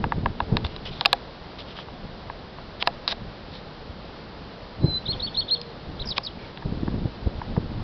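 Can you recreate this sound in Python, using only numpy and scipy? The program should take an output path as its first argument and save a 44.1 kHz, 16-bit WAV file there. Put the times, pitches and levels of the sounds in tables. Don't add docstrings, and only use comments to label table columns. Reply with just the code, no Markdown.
import sys
import numpy as np
from scipy import signal
from scipy.fft import rfft, irfft, next_fast_len
from scipy.io import wavfile
from scipy.ndimage import uniform_filter1d, map_coordinates

SR = 44100
rng = np.random.default_rng(int(sys.argv[2]) if len(sys.argv) > 2 else 0)


def to_wav(sig):
    pcm = np.clip(np.atleast_2d(sig), -1, 1) * 32767
    pcm = np.round(pcm).astype(np.int16)
    wavfile.write(sys.argv[1], SR, pcm.T)


N = 345303

# f/Hz, level/dB
BLADES = [(200, -13), (600, -1), (1000, -3.5), (1600, -4), (2500, -2), (4000, -1.5), (4600, -4), (5150, -2),
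          (7000, -7.5)]


def clicks(grit_db=-12, grit_t60=.01, thud_db=-24, thud_hz=330, thud_t60=.025):
    # t/s, knock level/dB, knock f/Hz, snap level/dB, snap f/Hz
    contacts = [(.0408, -8.5, 940, -19.5, 2750), (.1212, -10.5, 950, -20.5, 2750),
                (.259, -9.5, 946, -19, 2820), (.4027, -9, 990, -19, 2750), (.569, -14.5, 825, -9, 3900),
                (.648, -19, 790, -19, 3154), (.666, -38, 900, -24, 3900), (.763, -32, 1020, -22.5, 4000),
                (1.01, -16.5, 950, -9, 3790), (1.0514, -15, 870, -8.5, 2520), (1.0572, -9, 810, -2.5, 2400),
                (1.0588, -10.5, 1030, -1.5, 4320), (1.1296, -5, 770, -1, 3800),
                (1.1312, -11, 2000, -9, 2350), (1.788, -24, 1043, -32.5, 3580),
                (1.885, -29, 960, -39, 2860), (2.299, -20, 990, -33, 2560), (2.585, -26, 851, -42, 3100),
                (2.8253, -17, 790, -7.5, 3100), (2.8733, -4.5, 720, -7.5, 4400),
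                (2.8744, -19, 1550, -10, 2350), (3.0781, -25, 800, -4.5, 3920),
                (3.124, -20.5, 690, -20, 4050), (5.615, -48, 1032, -20, 5160),
                (6.044, -33.5, 1700, -30, 2800), (6.1805, -13.5, 1130, -7.5, 3550),
                (6.574, -33, 1700, -24.5, 3080), (6.624, -30, 1000, -44, 3900),
                (6.879, -21, 1000, -49.5, 3200), (7.416, -20.5, 960, -50, 3600),
                (7.565, -22, 1023, -50, 2870)]
    # f/Hz, relative level/dB, t60/s
    case_modes = [(520.3, -10, .06), (700, -9, 0.054), (800, -10, 0.054), (939, 2, 0.019),
                  (1130, -3.5, 0.023), (1307, -7, 0.015), (1657, -1, 0.018), (2103, -5.5, 0.012)]
    # f/Hz, relative level/dB, t60/s
    edge_modes = [(2475, -2, 0.0081), (2743, -1.5, 0.0087), (3313, -1.5, .007), (3820, 0, .008),
                  (4100, -2, .008), (4920, -1.5, .009)]
    out, t = np.zeros(N), np.arange(SR // 10) / SR
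    low_cut = signal.butter(2, 520, "highpass", fs=SR, output="sos")
    thud = amp(thud_db - 60 * t / thud_t60) * np.sin(2 * np.pi * thud_hz * t)
    for s, knock_db, knock_hz, snap_db, snap_hz in contacts:
        ring = struck(case_modes, knock_hz, favour_db=6.5, spread=.18, rise_s=.00044)
        knock = signal.sosfilt(low_cut, ring) + thud
        edge = struck(edge_modes, snap_hz, favour_db=10, spread=.17, rise_s=.00026)
        force = amp(snap_db)
        grit = coloured(rng.standard_normal(len(t)), BLADES)
        grit *= amp(grit_db + 5 * force - 60 * t / grit_t60)
        cutoff_hz = snap_hz + 650 + 2300 * force
        snap = filtered(edge + grit, lambda hz: 1 / np.sqrt(1 + (hz / cutoff_hz) ** 8))
        add(out, s, amp(knock_db) * knock + force * snap)
    return out


def struck(modes, pitch_hz, favour_db, spread, rise_s):
    t = np.arange(SR // 10) / SR
    ring = np.zeros(len(t))
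    for hz, db, t60 in modes:
        favour = favour_db * np.exp(-(np.log(hz / pitch_hz) / spread) ** 2)
        turns = hz * rng.normal(1, .012) * t + rng.normal(0, .17)
        ring += amp(db + favour + rng.normal(0, 1) - 60 * t / t60) * np.sin(2 * np.pi * turns)
    ring *= 1 - np.exp(-(t / rise_s) ** 2)
    return ring / abs(ring).max()


def rustles(ticks_per_s=2500, width_hz=600, focus_db=9, rub=.22):
    # t/s, length/s, level/dB, f/Hz, place of the peak/0-1
    strokes = [(.644, .034, -35.5, 3560, 0), (.674, .13, -49, 2800, .33), (.852, .048, -32.5, 3100, .06),
               (.907, .28, -42.5, 3670, .04), (1.585, .04, -35.5, 3300, .2), (1.661, .077, -43, 3100, .6),
               (1.754, .08, -39, 3300, .3), (2.798, .028, -31, 3390, .9), (2.858, .02, -34, 4300, .9),
               (3.077, .025, -24.5, 4200, .1), (3.097, .036, -24.5, 3840, .53), (3.513, .09, -42, 4000, .4),
               (5.12, .1, -45, 600, .45), (5.295, .09, -45, 700, .4), (6.162, .02, -28.5, 3300, .7),
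               (6.394, .13, -47, 1800, .2)]
    out = np.zeros(N)
    for s, length, db, pitch_hz, peak in strokes:
        u = np.linspace(0, 1, int(length * SR))
        slips = rng.standard_normal(len(u)) * (rub + (rng.random(len(u)) < ticks_per_s / SR))
        tuft = filtered(slips, lambda hz: amp(focus_db * np.exp(-((hz - pitch_hz) / width_hz) ** 2)))
        swell = np.sqrt(np.interp(u, [0, np.clip(peak, .02, .98), 1], [0, 1, 0]))
        add(out, s, amp(db) * swell * coloured(tuft, BLADES))
    return out


def bird(flutter_db=.7, ground_db=-12, ground_t60=.09, bushes_db=-18, bushes_t60=.6):
    # t/s, f/Hz, level/dB
    opening = [(4.81, 4044, -54), (4.824, 4009, -48), (4.866, 4089, -37), (4.942, 4014, -28),
               (4.98, 4035, -26), (4.99, 4032, -35)]
    # t/s, crest length/s, crest f/Hz, crest level/dB, curl level/dB
    warbles = [(5.054, .031, 4270, -24.5, -30), (5.194, .035, 4370, -26.5, -28.5),
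               (5.342, .029, 4290, -22, -30.5), (5.479, .034, 4250, -19, -34)]
    # t/s, length/s, relative level/dB, first f/Hz, middle f/Hz, last f/Hz
    flourish = [(5.993, .019, -32, 3100, 3900, 3950), (6.013, .016, -31.5, 4200, 3850, 3100),
                (6.054, .012, -33, 5900, 5300, 5900), (6.069, .014, -30, 5900, 4950, 5900),
                (6.085, .016, -27, 5800, 4820, 5700), (6.099, .018, -27, 5800, 4500, 3850),
                (6.113, .018, -28, 4000, 3750, 3150), (6.233, .012, -33, 5900, 4900, 5800),
                (6.246, .013, -30, 5600, 4600, 4200), (6.26, .018, -27.5, 5500, 4000, 3400),
                (6.275, .016, -38, 3400, 3300, 2950), (6.302, .016, -47, 2850, 3020, 3050)]
    song = np.zeros(N)
    add(song, opening[0][0], whistle(opening))
    for s, *note in warbles:
        add(song, s, warble(*note))
    for s, *note in flourish:
        add(song, s, chirp(*note))
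    song *= amp(flutter_db * wobble(150))
    return song + amp(ground_db) * echo(song, ground_t60) + amp(bushes_db) * echo(song, bushes_t60)


def whistle(course):
    s, hz, db = np.transpose(course)
    t = np.arange(s[0], s[-1], 1 / SR)
    return tone(np.interp(t, s, hz), np.interp(t, s, db)) * signal.windows.tukey(len(t), .05)


def warble(hold_s, crest_hz, crest_db, curl_db, flick_db=-30, waver_hz=30, sag_db=6.5):
    flick_s, dip_s, climb_s, curl_s = .013, .005, .017, .009
    low_hz, flick_hz, dip_hz, curl_hz = 3280, 4150, 2950, 3680
    crest_hz_per_s, fade_db_per_hz = 6000, .0095
    drift_hz = crest_hz_per_s * hold_s / 2
    flick = ([flick_s * 2 / 3, flick_s / 3, dip_s],
             [low_hz, curl_hz, flick_hz, dip_hz], curl_hz, flick_db)
    arch = ([climb_s, hold_s, dip_s],
            [dip_hz, crest_hz - drift_hz, crest_hz + drift_hz, dip_hz], crest_hz - drift_hz, crest_db)
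    curl = ([curl_s, curl_s, curl_s / 2],
            [dip_hz, curl_hz, (dip_hz + low_hz) / 2, low_hz], (low_hz + curl_hz) / 2, curl_db)
    pitch, level = [], []
    for spans, turns_hz, full_hz, db in (flick, arch, curl):
        t = np.arange(0, sum(spans), 1 / SR)
        hz = np.interp(t, np.cumsum([0] + spans), turns_hz)
        sag = sag_db * np.linspace(-1, 1, len(t)) ** 2
        fade = fade_db_per_hz * np.maximum(full_hz - hz, 0)
        pitch.append(hz)
        level.append(db - sag - fade)
    hz = np.concatenate(pitch)
    db = uniform_filter1d(np.concatenate(level), size=60)
    return tone(hz + waver_hz * wobble(130)[:len(hz)], db) * signal.windows.tukey(len(hz), .1)


def chirp(length, db, first_hz, middle_hz, last_hz, rasp_hz=120, trim_db=-2):
    u = np.linspace(0, 1, int(length * SR))
    hz = np.polyval(np.polyfit([0, .5, 1], [first_hz, middle_hz, last_hz], 2), u)
    swell = np.sqrt(np.abs(np.sin(np.pi * u)))
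    return swell * tone(hz + rasp_hz * wobble(900)[:len(u)], db + trim_db)


def wind(buffet_db=-2, lumps_db=2.5, churn_db=-14):
    # f/Hz, level/dB
    buffet_spectrum = [(12, -38.5), (20, 0), (97, -1.5), (225, -6.5), (305, -11.5), (341, -12.5),
                       (709, -26.5), (767, -28), (900, -25.5), (1170, -50), (1980, -120)]
    # f/Hz, level/dB
    churn_spectrum = [(150, 2), (400, 4.5), (600, -7.5), (1000, -16), (2000, -47), (4000, -78.5)]
    # t/s, level/dB, f/Hz
    eddies = [(.072, -20, 60), (.182, -18, 130), (.237, -17, 110), (.268, -19.5, 50), (.427, -20, 80),
              (.527, -10, 161), (.538, -18.5, 210), (.655, -20, 76), (3.222, -28, 112), (3.903, -28.5, 70),
              (4.837, -20, 270), (4.846, -6.5, 135), (4.859, -17, 190), (4.884, -16.5, 100),
              (5.091, -22, 131), (6.66, -16, 130), (6.725, -17, 170), (6.834, -16.5, 250),
              (6.884, -16, 200), (6.944, -14, 210), (7.057, -14, 130), (7.271, -13.5, 71), (7.579, -9, 145)]
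    rumble = coloured(rng.standard_normal(N), buffet_spectrum) * amp(lumps_db * wobble(45))
    out = amp(buffet_db) * gusts() * unit(rumble)
    t = np.arange(-SR // 40, SR // 40) / SR
    for s, db, hz in eddies:
        phase = 2 * np.pi * hz * t
        push = -np.sin(phase) / np.cosh(phase / 2.24)
        churn = coloured(rng.standard_normal(len(t)), churn_spectrum) / np.cosh(phase / 5)
        add(out, s + t[0], amp(db) * (push + amp(churn_db) * churn) * np.hanning(len(t)))
    return out


def gusts(rise_s=.05, fall_s=.13, breeze_db=-44):
    # t/s, time held/s, relative level/dB
    puffs = [(0, .29, -28), (.39, .03, -34), (.525, .02, -20), (.63, .04, -31), (.75, .17, -38),
             (1.88, .17, -42), (3.21, .04, -34), (4.81, .085, -26), (5.07, .3, -36.5), (5.88, .22, -34.5),
             (6.34, .05, -36), (6.66, .38, -29), (7.21, .15, -32), (7.49, .34, -28.5)]
    t = np.arange(N) / SR
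    power = np.full(N, amp(breeze_db) ** 2)
    for s, held, db in puffs:
        drop_db = 20 * np.maximum((s - t) / rise_s, (t - s - held) / fall_s).clip(0)
        power += amp(db - drop_db) ** 2
    return np.sqrt(power)


def air(rush_db=-41, patchy_db=.5, tone_trim_db=-1, unsteady_hz=5):
    # f/Hz, level/dB
    rush_spectrum = [(15, -37.5), (25, -8.5), (70, -8), (115, -14.5), (150, -6), (210, -7.5), (270, -12.5),
                     (500, -10), (1000, -15.5), (2400, -25), (4050, -23), (5200, -27), (7000, -31)]
    # t/s, length/s, relative level/dB, first f/Hz, last f/Hz
    far_tones = [(.25, 0.72, -44, 442, 440), (5.12, .11, -40, 513, 500), (5.45, 0.29, -41, 492, 457.7),
                 (5.58, .35, -47.5, 466, 455), (6.38, .035, -48, 2540, 2080),
                 (6.415, .045, -50, 2500, 2060)]
    out = amp(rush_db + patchy_db * wobble(7)) * coloured(rng.standard_normal(N), rush_spectrum)
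    for s, length, db, first_hz, last_hz in far_tones:
        u = np.linspace(0, 1, int(length * SR))
        hz = first_hz + (last_hz - first_hz) * u + unsteady_hz * wobble(40)[:len(u)]
        swell = amp(db + tone_trim_db) * np.sin(np.pi * u)
        add(out, s, swell * np.sin(2 * np.pi * np.cumsum(hz) / SR))
    return out


def echo(x, t60):
    t = np.arange(SR // 2) / SR
    tail = rng.standard_normal(len(t)) * amp(-60 * t / t60)
    return signal.fftconvolve(x, tail / np.linalg.norm(tail))[:N]


def tone(hz, db):
    return amp(db) * np.sqrt(2) * np.sin(2 * np.pi * np.cumsum(hz) / SR)


def amp(db):
    return 10 ** (np.asarray(db) / 20)


def unit(x):
    return x / np.sqrt(np.mean(x ** 2) + 1e-20)


def wobble(rate):
    knots = rng.standard_normal(int(N * rate / SR) + 4)
    return map_coordinates(knots, [np.arange(N) * rate / SR])


def filtered(x, response):
    size = next_fast_len(len(x) + 8192)
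    return irfft(rfft(x, size) * response(np.fft.rfftfreq(size, 1 / SR)), size)[:len(x)]


def coloured(x, points):
    f, db = np.transpose(points)
    return unit(filtered(x, lambda hz: amp(np.interp(np.log(hz + 1), np.log(f), db))))


def add(track, s, sound):
    span = track[max(round(s * SR), 0):][:len(sound)]
    span += sound[:len(span)]


def scene():
    return (clicks() + rustles() + bird() + wind() + air())[None]


def record(dry, ceiling=.79, top_hz=16700):
    # f/Hz, level/dB
    response = [(4000, 0), (5050, -0.5), (5450, -7), (5950, -17), (6300, -35.5), (6900, -75), (8000, -120)]
    narrow = filtered(dry[0], lambda hz: amp(np.interp(hz, *np.transpose(response))))
    clipped = np.clip(narrow, -ceiling, ceiling)
    return filtered(clipped, lambda hz: hz < top_hz)[None]


dry = scene()
out = record(dry)
to_wav(out)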